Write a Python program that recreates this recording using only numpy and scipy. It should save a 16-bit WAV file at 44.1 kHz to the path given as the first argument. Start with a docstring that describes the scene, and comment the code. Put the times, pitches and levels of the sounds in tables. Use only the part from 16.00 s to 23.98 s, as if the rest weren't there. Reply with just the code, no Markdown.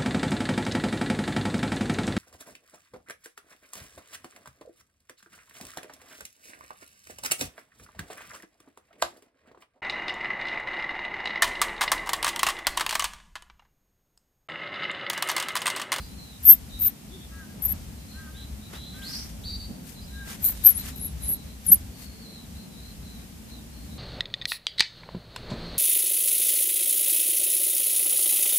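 """A mouse whistles fluttering squeaks on paving, close by, while a cat paws at it beside a heap of netting.
The squeaks are gliding tones with a trembling beat; rasps, brushing paws and thuds are shaped noise or rough tones.
Birds call in echoing surroundings and a hoarse low call comes from afar, over traffic rumble and microphone hiss.
The loudest squeaks overload the converter."""
import sys
import numpy as np
from scipy import signal
from scipy.fft import rfft, irfft, next_fast_len
from scipy.io import wavfile
from scipy.ndimage import uniform_filter1d, map_coordinates

SR = 44100
rng = np.random.default_rng(int(sys.argv[2]) if len(sys.argv) > 2 else 0)


def generate_wav(signal):
    """Clip the signal to [-1, 1] and save it as 16-bit WAV at the path in sys.argv[1]."""
    frames = np.transpose(np.atleast_2d(signal))
    scaled = np.clip(frames, -1, 1) * 32767
    pcm = np.round(scaled).astype(np.int16)
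    wavfile.write(sys.argv[1], SR, pcm)


N = 351918
TIME = np.arange(N) / SR
EDGE_DB = 20  # how far a swell lies under its peak one rise before it and one fall after it

# colour of the mouse's breath noise: f/Hz, level per Hz/dB
BREATH_COLOUR = [(3240, -69), (5500, -42), (6910, -15.5), (7950, -20), (8540, -16.5), (13300, -1),
                 (14900, -14), (15100, -11.5)]
# colour of the traffic drone, also used for the puff in the thuds: f/Hz, level per Hz/dB
DRONE_COLOUR = [(70, -66), (105, -11), (140, -10), (210, -5.5), (260, -11), (330, -21), (500, -24),
                (800, -27.5), (1200, -39.5), (2500, -76)]


def amp(db):
    """Turn decibels into a factor for the wave."""
    return 10 ** (np.asarray(db) / 20)


def unit(x):
    """Scale x to an rms (average strength) of 1."""
    return x / np.sqrt(np.mean(np.abs(x) ** 2) + 1e-20)


def along(points, hz):
    """Read a curve of (Hz, value) points on a log frequency axis."""
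    f, value = np.transpose(points)
    return np.interp(np.log(hz + 1), np.log(f + 1), value)


def curves(tables, fade=0.001):
    """A gate that is open inside the tables, then one smooth curve for each column; fade in s."""
    s, *columns = np.vstack(tables).T
    is_open = np.any([(TIME >= rows[0][0]) & (TIME <= rows[-1][0]) for rows in tables], axis=0)
    drawn = [is_open * 1.] + [np.interp(TIME, s, column) for column in columns]
    return [uniform_filter1d(curve, int(fade * SR) + 1) for curve in drawn]


def swells(rows, flat):
    """For rows (peak s, rise s, fall s, Hz, peak dB, ..): level dB, dB under the peak, Hz and further columns.
    The loudest row wins at each sample. The larger flat, the broader the top."""
    rows = np.array(rows)
    level_db, which = np.full(N, -150.), np.zeros(N, int)
    for k, (s, rise, fall, _, db) in enumerate(rows[:, :5]):
        near = slice(max(0, int((s - .5) * SR)), int((s + .5) * SR))
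        distance = np.maximum((s - TIME[near]) / abs(rise), (TIME[near] - s) / abs(fall))
        own_db = db - EDGE_DB * distance ** flat
        which[near] = np.where(own_db > level_db[near], k, which[near])
        level_db[near] = np.maximum(own_db, level_db[near])
    _, _, _, hz, db, *more = rows[which].T
    return [level_db, np.clip(db - level_db, 0, 2 * EDGE_DB), hz] + more


def wobble(rate, channels=1):
    """Smooth random curves of rms 1, with rate knots a second."""
    knots = rng.standard_normal((channels, int(N * rate / SR) + 4))
    return unit(np.array([map_coordinates(k, [TIME * rate]) for k in knots]))


def filtered(x, response):
    """Weigh the frequencies of x by a response."""
    m = next_fast_len(N + 8192)
    return irfft(rfft(x, m) * response(np.fft.rfftfreq(m, 1 / SR)), m)[..., :N]


def rush(spectrum):
    """Stereo noise of rms 1 whose sides are alike in the bass and unrelated in the treble."""
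    # likeness of left and right: f/Hz, likeness/0-1
    likeness = [(60, 0.95), (150, 0.91), (380, 0.41), (940, 0.028), (2340, 0.02), (5860, 0.017),
                (14700, 0.0285)]

    def mid_and_side(hz):
        turn = np.arccos(np.clip(along(likeness, hz), -1, 1)) / 2
        return amp(along(spectrum, hz)) * [np.cos(turn), np.sin(turn)]

    mid, side = filtered(rng.standard_normal((2, N)), mid_and_side)
    return unit(np.array([mid + side, mid - side]))


def echoes(x, t60, gap):
    """A diffuse tail, different in each channel: it starts after gap s and falls 60 dB in t60 s."""
    t = np.arange(int(SR * t60)) / SR
    tail = rng.standard_normal((2, len(t))) * amp(-60 * t / t60) * (t > gap)
    return signal.fftconvolve(np.atleast_2d(x), tail / np.linalg.norm(tail[0]), axes=1)[:, :N]


def sides(pan_db):
    """Left and right factors; a positive pan_db makes the left louder."""
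    return amp(np.array([pan_db / 2, -pan_db / 2]))


def whistle(hz, rough, flicker, lag=0):
    """A stereo tone whose strength and phase flicker by the share rough; the left lags by lag s."""
    side_delay = np.array([lag / 2, -lag / 2]).reshape(2, -1)
    phase = 2 * np.pi * (np.cumsum(hz) / SR - hz * side_delay)
    a, b = flicker
    rough = np.clip(rough, 0, 1)
    steady = np.sqrt(1 - rough ** 2)
    return np.sqrt(2) * ((steady + rough * a * 1.1) * np.sin(phase) + rough * b * 1.1 * np.cos(phase))


def squeaks():
    """A whistle in the larynx; the trembling breath moves pitch and level on every beat.
    The balance between left and right shifts along each squeak."""
    # one curve for each squeak: t/s, f/Hz, level/dB
    notes = [
        [(.451, 12170, -24), (.457, 12200, -16.5), (.461, 13290, -18), (.470, 13420, -15), (.480, 13090, -11),
         (.486, 12920, -9.5), (.493, 12930, -5), (.508, 12670, -3.5), (.514, 12670, -4.5), (.521, 12600, -9.5),
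         (.526, 12800, -9.5), (.534, 13700, -12), (.540, 13050, -17.5), (.544, 13450, -28), (.550, 12240, -27),
         (.556, 12820, -41)],
        [(.799, 12400, -27), (.807, 12790, -32), (.815, 12500, -26), (.8165, 14400, -18), (.835, 13940, -23),
         (.855, 14060, -19), (.866, 13300, -18.5), (.884, 13100, -23), (.888, 13200, -33), (.902, 13180, -39)],
        [(1.622, 11750, -33), (1.634, 12000, -34.5), (1.640, 11600, -26), (1.648, 12200, -34)],
        [(1.654, 12100, -20), (1.662, 12360, -22.5), (1.668, 12190, -27), (1.673, 11370, -33),
         (1.678, 11410, -44)],
        [(1.681, 11340, -39), (1.693, 11570, -33), (1.7145, 11860, -28.5), (1.7165, 12900, -29),
         (1.724, 12700, -23), (1.734, 12600, -37.5)],
        [(4.648, 12200, -18), (4.651, 12360, -11), (4.659, 12330, -9), (4.666, 12660, -5.5),
         (4.671, 12610, -6.5), (4.685, 12510, -12.5), (4.697, 12370, -16.5), (4.709, 11350, -23),
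         (4.714, 11070, -26), (4.724, 11600, -36), (4.730, 10970, -33)],
        [(4.733, 10100, -56), (4.757, 10550, -33.5), (4.779, 11300, -28), (4.792, 11400, -37.5),
         (4.800, 11940, -34), (4.819, 11770, -39.5)],
        [(4.995, 10050, -47), (5.003, 10300, -43), (5.009, 10600, -44), (5.012, 10700, -35),
         (5.017, 10900, -32), (5.027, 11300, -35), (5.042, 11000, -33), (5.056, 11650, -31),
         (5.066, 11130, -31), (5.081, 11400, -37), (5.09, 10860, -49), (5.13, 11200, -58)],
        [(5.225, 9750, -44), (5.239, 10950, -34), (5.277, 10760, -32.5), (5.281, 11000, -27),
         (5.296, 11540, -22.5), (5.318, 11220, -25), (5.34, 11460, -24.5), (5.352, 11500, -38),
         (5.37, 11400, -46)],
        [(5.671, 9560, -30), (5.678, 10060, -33), (5.689, 10570, -19.5), (5.703, 10870, -20.5),
         (5.710, 11500, -27), (5.717, 11900, -14), (5.722, 12260, -7.5), (5.734, 12270, -5.5),
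         (5.739, 11200, -20), (5.746, 11900, -14.5), (5.750, 10950, -24.5), (5.763, 10490, -35)],
    ]
    # one row for each squeak: first crest t/s, beat rate/Hz, pitch swing/Hz, level swing/dB, roughness/0-1,
    # left lag/s, left-right level at the start/dB, left-right level at the end/dB
    flutter = np.array([(0.4532, 115, 30, 0.2, 0, -5e-6, 6, 0.5),
                        (0.8028, 130, 335.6, 1, 0.18, -16e-6, 4, 7),
                        (1.627, 170, 200.3, 2, 0.2, 4e-6, 16, 9), (1.672, 140, 40.1, 0.5, .1, 4e-6, 8, 0),
                        (1.7007, 120, 220, 1, 0.2, -12e-6, 19, 2),
                        (4.6505, 130, 170.6, 0.5, 0.14, 7e-6, 6, 12.5),
                        (4.76, 100, 142, 2.5, 0.23, 18e-6, 11, 2), (5.01, 130, 200, 1, 0.08, 6e-6, 5, 2),
                        (5.236, 89, 187.2, 0.5, 0.22, 20e-6, 4, -2.5),
                        (5.679, 110, 150, 1, 0.06, 12e-6, 13, -4.5)])
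    # where the voice catches: t/s, half width/s
    breaks = np.array(sorted([(.5445, 0.0017), (.8065, .0015), (.8157, 0.00087), (1.63, 0.00093),
                              (1.639, 0.001), (1.648, 0.001), (1.7155, 0.0009), (4.6553, 0.0025),
                              (4.6635, 0.0016), (4.793, 0.0014), (4.807, .0011), (5.020, 0.0019),
                              (5.044, 0.00099), (5.065, 0.001), (5.076, .003), (5.232, 0.00304),
                              (5.242, .002), (5.252, 0.0012), (5.268, .0015), (5.279, 0.001),
                              (5.678, 0.0014), (5.708, 0.00088), (5.714, 0.0014)]))
    break_depth = 0.9  # share of the sound lost in the middle of a catch
    wander_db = 1.2  # random wander between the sides, rms

    gate, hz, db = curves(notes)
    # each squeak's settings begin 20 ms before its first crest
    row = np.clip(np.searchsorted(flutter[:, 0], TIME + .02) - 1, 0, None)
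    crest, rate, swing, swing_db, rough, lag = flutter[row, :6].T
    note_ends = [s for note in notes for s in (note[0][0], note[-1][0])]
    pan_db = np.interp(TIME, note_ends, flutter[:, -2:].ravel()) + wander_db * wobble(70)[0]

    beat = np.cos(2 * np.pi * rate * (TIME - crest) + 0.28 * wobble(50)[0])
    pitch = hz + swing * beat + 40 * wobble(300)[0]
    tone = whistle(pitch, rough, wobble(700, channels=2), lag + 3e-6 * wobble(40)[0])
    # air past the whistle
    breath = unit(filtered(rng.standard_normal((2, N)), lambda f: amp(along(BREATH_COLOUR, f))))

    midpoints = (breaks[1:, 0] + breaks[:-1, 0]) / 2
    nearest, width = breaks[np.searchsorted(midpoints, TIME)].T
    gate = gate * (1 - break_depth * np.exp(-((TIME - nearest) / width) ** 4))
    return gate * amp(db + swing_db * beat) * sides(pan_db) * (tone + (amp(-35.5) + 0.25 * rough) * breath)


def rasps():
    """Air bursts unevenly through the open larynx: treble noise, strongest at the mouth's resonance."""
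    # voiceless rasps: peak t/s, rise/s, fall/s, mouth resonance f/Hz, peak level before mixing/dB,
    # left-right level/dB
    bursts = [(.440, 0.016, 0.0051, 12730, -32.5, 4), (.4455, .005, .002, 11240, -26, 3),
              (.792, 0.002, .012, 12240, -33, 5.5), (.812, 0.018, .02, 13080, -37.5, 4),
              (1.634, 0.014, .03, 11560, -33.5, 4), (1.652, .005, .012, 13200, -26, -12),
              (1.674, .006, 0.022, 11850, -34, 7), (4.436, 0.02, 0.0201, 13130, -28, 3),
              (4.444, 0.0039, 0.005, 13000, -14, 6), (4.453, 0.0096, 0.0096, 13300, -15.5, 6),
              (4.462, 0.0048, .03, 13000, -17.5, 2), (4.483, .02, .05, 14000, -21, 2),
              (4.645, 0.0115, 0.0032, 11800, -26, 10), (4.961, 0.0012, 0.0046, 11740, -39, 17),
              (4.985, .04, .04, 12000, -42, 7), (5.235, 0.032, .06, 11270, -39, 3.5),
              (5.66, 0.024, .006, 11800, -47, 8), (5.668, 0.0048, 0.0084, 11870, -25.5, 12.5)]
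    db, _, hz, pan_db = swells(bursts, flat=1.5)
    # a little noise shared by both sides, much more of their own
    air = 0.17 * rng.standard_normal(N) + 2.1 * rng.standard_normal((2, N))
    wide = unit(filtered(air, lambda f: amp(along(BREATH_COLOUR, f))))
    # each side has its own flicker, which blurs the tone into a noise band
    mouth = np.array([whistle(hz, 0.99, wobble(1800, channels=2))[side] for side in range(2)])
    uneven = unit(amp(1.8 * wobble(450)))
    return amp(db) * sides(pan_db) * uneven * (0.5 * wide + 0.51 * mouth)


def nearby(x):
    """Sound bounces off paving, net and cat: a few early reflections, then a faint short tail."""
    # reflections: delay/s, left level/dB, right level/dB
    bounces = [(.0006, -22, -18), (.0017, -29, -24), (.0041, -30, -27), (.0083, -33, -31)]
    early = 0
    for s, left_db, right_db in bounces:
        early = early + amp([[left_db], [right_db]]) * np.roll(x, round(s * SR), axis=1)
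    return x + early + amp(-27) * echoes(x, t60=.15, gap=.003)


def mesh(hz):
    """The sound of the net by frequency: thin in the bass, with a hollow hump near 1900 Hz."""
    thin = hz ** 2 / (hz ** 2 + 500 ** 2)
    return thin * amp(3 / (1 + ((hz - 1900) / 500) ** 2))


def paws():
    """Fur and claws drag over mesh and paving: short swells of grainy noise."""
    # strokes: middle t/s, bell width (one standard deviation)/s, level/dB, brightness/dB per octave,
    # left-right level/dB
    strokes = [(0.499, 0.042, -40, 0, 3.5), (0.853, 0.035, -44, -0.5, -2), (1.681, 0.069, -52.5, -6, 1),
               (2.748, 0.028, -43.5, -3.5, 1.5), (3.126, 0.12, -43, 0, -0.5), (3.499, 0.048, -54, -37, 5),
               (3.898, 0.036, -46, 2, 7), (2.738, 0.0058, -43, -10.5, -0.5), (4.276, 0.00077, -39, -9, 0),
               (4.326, 0.0025, -44, -4, -3), (4.314, 0.031, -36.5, -1, 1.5), (4.495, 0.0011, -42, -6, 1.5),
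               (4.583, 0.0608, -47, 1.5, -5), (4.746, 0.038, -47, 0.5, -4), (4.856, 0.0017, -39, 2, 10),
               (4.875, .002, -42, 1, 0), (4.474, 0.063, -43.5, -0.5, 3), (4.682, 0.036, -37.5, 0.5, 5),
               (4.793, 0.016, -40, 0.8, 0.5), (4.869, 0.034, -37, -0.2, 2.5), (5.268, 0.051, -51.5, -1, -9),
               (5.713, 0.049, -44.5, 1, 1), (6.018, 0.031, -43.5, 1, 7.5), (7.203, 0.019, -60, -4, 15),
               (7.505, 0.014, -53, -1, 3)]
    out = np.zeros((2, N))
    t = np.arange(SR // 2) / SR - .25
    hz = np.fft.rfftfreq(len(t), 1 / SR) + 1
    for s, width, db, tilt_db, pan_db in strokes:
        i = int((s - .25) * SR)
        # part of the noise is shared by both sides
        noise = .5 * rng.standard_normal(len(t)) + 1.23 * rng.standard_normal((2, len(t)))
        colour = amp(tilt_db * np.log2(hz / 3000)) * mesh(hz)
        noise = unit(irfft(rfft(noise) * colour, len(t)))
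        stroke = amp(db) * sides(pan_db)[:, None] * noise * np.exp(-.5 * (t / width) ** 2)
        out[:, i:i + len(t)] += stroke[:, :N - i]
    grain = unit(amp(1.55 * wobble(120) + 1.8 * wobble(400, channels=2)))
    return out * grain


def thuds():
    """Soft thuds of paws and body: a dull low bump with a puff of noise above it."""
    # bumps: peak t/s, rise/s, fall/s, f/Hz, peak level before mixing/dB
    bumps = [(.51, .04, 0.076, 200, -42.5), (.87, .04, 0.055, 200, -50.5), (1.73, .04, 0.05, 180, -44.5),
             (3.71, .04, 0.074, 170, -41.5), (5.3, .05, .07, 170, -44), (5.7, .03, 0.093, 180, -40.5)]
    db, _, hz = swells(bumps, flat=1.5)
    bump = whistle(hz, 0.77, wobble(60, channels=2))
    return amp(db) * (0.87 * bump + 1.2 * rush(DRONE_COLOUR))


def birds():
    """A near bird: the clear core of a note arrives direct, its burr mostly through the echoes."""
    # one curve for each note: t/s, f/Hz, level before mixing/dB, burr (scale of the pitch slips)/Hz
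    notes = [
        [(0, 4820, -59, 80), (.05, 4810, -52, 80), (.12, 4840, -70, 80)],
        [(2.725, 2850, -65, 44), (2.755, 3650, -47, 124), (2.775, 3970, -48.5, 66), (2.865, 4040, -44.5, 180),
         (2.9, 4060, -52, 260), (2.97, 4000, -49.5, 15.5), (3.0, 3970, -56, 20)],
        [(2.34, 3420, -60, 101.7), (2.372, 3970, -49, 117), (2.435, 4050, -49, 150), (2.48, 3900, -66, 100)],
        [(3.018, 2970, -48, 60.3), (3.043, 4180, -42.5, 151), (3.07, 4790, -39.5, 350), (3.1, 5380, -43, 503),
         (3.128, 6010, -41, 500)],
        [(3.13, 4710, -37, 402), (3.165, 5750, -41.5, 494), (3.2, 6020, -49, 495), (3.24, 5740, -58, 492),
         (3.27, 5520, -70, 301)],
        [(3.436, 3720, -50, 59.7), (3.445, 4200, -44, 100), (3.456, 4580, -40, 120), (3.476, 4660, -37, 130),
         (3.562, 4643, -36, 130), (3.578, 4570, -58, 100.2)],
        [(3.595, 4320, -60, 78.8), (3.602, 4630, -44, 110), (3.655, 4650, -44, 110.4), (3.68, 4630, -66.5, 41),
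         (3.72, 4630, -60, 40.4), (3.84, 4540, -68.5, 30)],
        [(4.01, 4850, -61, 29.5), (4.03, 4900, -50.5, 29.6), (4.07, 5020, -66, 29.8),
         (4.085, 4950, -76.5, 30.3)],
    ]
    all_rough_hz = 500  # the deeper the burr, the rougher the note; wholly rough at this depth
    husk_below_hz, husk_db = 510, -10  # a hoarse band under each note

    gate, hz, db, burr_hz = curves(sorted(notes), fade=0.0041)
    drop = np.tanh(wobble(260)[0] ** 2 / 3) * 1.6  # the pitch keeps slipping below the note's top
    rough = np.clip(burr_hz / all_rough_hz, 0, 1)
    song = (gate * amp(db) * whistle(hz - burr_hz * drop, rough, wobble(600, channels=2)))[0]
    husk = (gate * amp(db + husk_db) * whistle(hz - husk_below_hz, 0.92, wobble(900, channels=2)))[0]
    # squaring a tone doubles its pitch: a faint overtone one octave up
    overtone = amp(-28) * unit(song ** 2) * np.std(song)
    song = song + filtered(overtone, lambda f: f > 6000)

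    voice = song + husk
    direct = amp(-1) * (1 - .6 * rough) * voice
    return direct + amp(-9 + 8 * rough) * echoes(voice, t60=.4, gap=.004) * sides(-1.8)[:, None]


def far_birds():
    """Blurred gliding notes; scattered on their way, so the sides are unrelated."""
    # notes: start t/s, length/s, start f/Hz, end f/Hz, starting level/dB
    chatter = [(0, 0.15, 4110, 4050, -59), (0.176, 0.21, 4220, 3800, -55.5),
               (0.71, 0.18, 3860, 3850, -53.5), (1.12, 0.14, 3520, 3500, -57),
               (1.973, 0.11, 4100, 4100, -66), (2.097, 0.12, 4200, 4120, -58.5),
               (2.606, 0.099, 3830, 3900, -60), (3.961, .06, 4100, 4000, -57),
               (4.072, 0.038, 4050, 4050, -53.5), (4.13, 0.13, 3900, 3850, -56.5),
               (4.44, .07, 4050, 4150, -53), (4.53, .1, 3750, 3703, -59.5),
               (4.646, 0.066, 3900, 4200, -48.5), (4.789, .045, 4080, 4080, -49),
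               (4.93, .16, 3940, 3900, -58), (5.215, 0.068, 4000, 3950, -53.5),
               (5.32, .12, 4050, 3950, -58), (5.47, 0.1, 4050, 4000, -60.5),
               (5.686, 0.097, 4360, 4500, -64), (5.938, 0.26, 4420, 4380, -57),
               (6.204, 0.25, 4370, 3930, -54), (6.549, .11, 4070, 4150, -57.5),
               (6.719, 0.22, 3920, 4170, -56.5), (7.021, 0.24, 4060, 3910, -59),
               (7.488, 0.13, 4050, 3870, -58), (7.728, .14, 4250, 4290, -62), (7.9, 0.084, 3960, 3950, -59)]
    fade_db_per_s = 15
    notes = []
    for s, length, start_hz, end_hz, db in chatter:
        notes.append([(s, start_hz, db), (s + length, end_hz, db - fade_db_per_s * length)])
    gate, hz, db = curves(notes, fade=.045)
    far = [whistle(hz + 45 * wobble(50)[0], .95, wobble(400, channels=2))[0] for side in range(2)]
    return gate * amp(db + 1.8 * wobble(22)) * np.array(far)


def far_calls():
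    """A hoarse call whose throat favours the fifth overtone, and soft low hoots."""
    # one curve for each call or its fainter repeat, perhaps an echo: t/s, strongest overtone f/Hz, level/dB,
    # neighbouring overtones' level/dB
    calls = [
        [(1.3, 1520, -68, 0), (1.325, 1630, -59, -3), (1.37, 1636, -56.5, -3.5), (1.415, 1615, -49, -9),
         (1.436, 1540, -53, -7), (1.455, 1480, -68, -7)],
        [(1.485, 1630, -72, -11), (1.502, 1630, -60.5, -8), (1.55, 1610, -76, -13)],
        [(2.125, 1460, -75, -4), (2.15, 1530, -59, -7), (2.192, 1597, -49, -10), (2.255, 1585, -53, -12),
         (2.28, 1545, -52, -4), (2.3, 1585, -57, -8), (2.325, 1572, -68, -10), (2.35, 1570, -57.5, -14),
         (2.4, 1597, -61.5, -12), (2.42, 1585, -65, -13), (2.46, 1585, -69, -15)],
        [(2.94, 1490, -60, -8), (2.99, 1580, -54, -12), (3.04, 1576, -47.5, -17), (3.06, 1578, -58, -14),
         (3.135, 1574, -57, -11), (3.165, 1570, -74, -14)],
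        [(4.095, 1500, -68, -15), (4.13, 1620, -60.5, -20), (4.17, 1618, -49.5, -19), (4.228, 1620, -44, -29),
         (4.252, 1600, -57, -22), (4.285, 1600, -53, -22), (4.34, 1600, -59, -20)],
    ]
    # overtones beside the fifth; alternate strong and weak pulses give the halves: number, level/dB
    throat = [(4, -2), (6, -7), (4.5, -12), (5.5, -13), (3.5, -12)]
    # low hoots: peak t/s, rise/s, fall/s, f at the peak/Hz, peak level/dB
    hoots = [(1.15, .06, .06, 385, -46), (6.25, .3, .3, 455, -60)]
    scoop_hz = 110  # a hoot is this much lower where it is EDGE_DB under its peak

    gate, hz, db, beside_db = curves(calls, fade=.008)
    turn = 2 * np.pi * np.cumsum(hz + 9 * wobble(50)[0]) / SR / 5  # phase of the call's base pitch
    beside = sum(amp(level + 2.5 * wobble(50)[0]) * np.sin(k * turn) for k, level in throat)
    fifth = amp(.8 * wobble(45)[0]) * np.sin(5 * turn)
    call = gate * amp(db) * np.sqrt(2) * (fifth + amp(beside_db) * beside)

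    db, weak_db, hz = swells(hoots, flat=1.5)
    hoot_hz = hz - scoop_hz * weak_db / EDGE_DB
    call = call + amp(db) * np.sin(2 * np.pi * np.cumsum(hoot_hz) / SR)
    return call * sides(1.5)[:, None] + amp(-7) * echoes(call, t60=.4, gap=0.0051)


def background():
    """Far traffic in two lumpy layers of noise over steady hiss."""
    # slow random unevenness of the rumble: t/s, deep level/dB, drone level/dB
    rumble = [(0.0, -40.5, -46), (0.29, -48, -49), (0.87, -38, -45.5), (0.98, -68, -49),
              (1.04, -43.5, -47.5), (1.6, -50.5, -45.5), (1.64, -39.5, -47), (3.15, -47, -46),
              (3.56, -38.5, -46), (3.71, -40.5, -48.5), (3.8, -55.5, -45.5), (4.02, -43, -46),
              (5.11, -40.5, -44), (5.29, -34.5, -43), (5.39, -44, -46), (5.45, -39, -45.5),
              (5.63, -48.5, -46.5), (5.74, -38, -46), (5.87, -43.5, -46), (5.96, -48.5, -46.5),
              (6.58, -43.5, -46.5), (6.62, -60.5, -45), (6.87, -44, -47), (7.69, -48, -46),
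              (7.94, -41, -44), (7.98, -47, -42)]
    # colour of the deep layer: f/Hz, level per Hz/dB
    deep_colour = [(12, -61.5), (20, -23), (40, -11), (63, 2.5), (90, -7.5), (110, -11.5), (160, -40.5)]
    # colour of the microphone hiss: f/Hz, level per Hz/dB
    hiss_colour = [(300, -21), (700, 0), (1100, 0.5), (2500, 1.5), (5000, 0.5), (9000, -0.5), (13000, -2),
                   (14600, -1), (14800, -1)]
    _, deep_db, drone_db = curves([rumble])
    lumps_db = [[1.5], [1.1]] * wobble(9, channels=2)
    deep = amp(deep_db + lumps_db[0]) * rush(deep_colour)
    drone = amp(drone_db + lumps_db[1]) * rush(DRONE_COLOUR)
    hiss = amp(-51) * rush(hiss_colour)
    return (deep + drone) * sides(1.0)[:, None] + hiss * sides(0.58)[:, None]


def scene():
    """The mouse with its reflections, the cat, the birds and calls, and the background, added up."""
    mouse = nearby(squeaks() + rasps())
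    return mouse + paws() + thuds() + birds() + far_birds() + far_calls() + background()


def record(dry):
    """The converter flattens peaks near full scale, folding overtones down; the band limit cuts the top."""
    # steep cut of the top, near 14.7 kHz: f/Hz, level/dB
    top_cut = [(14500, 0.5), (14750, -30), (14900, -24), (15260, -22)]
    top_hz = 15260  # nothing stays from here up
    flat = np.clip(dry, -.91, .91)
    return filtered(flat, lambda hz: amp(along(top_cut, hz)) * (hz < top_hz))


dry = scene()
out = record(dry)
generate_wav(out)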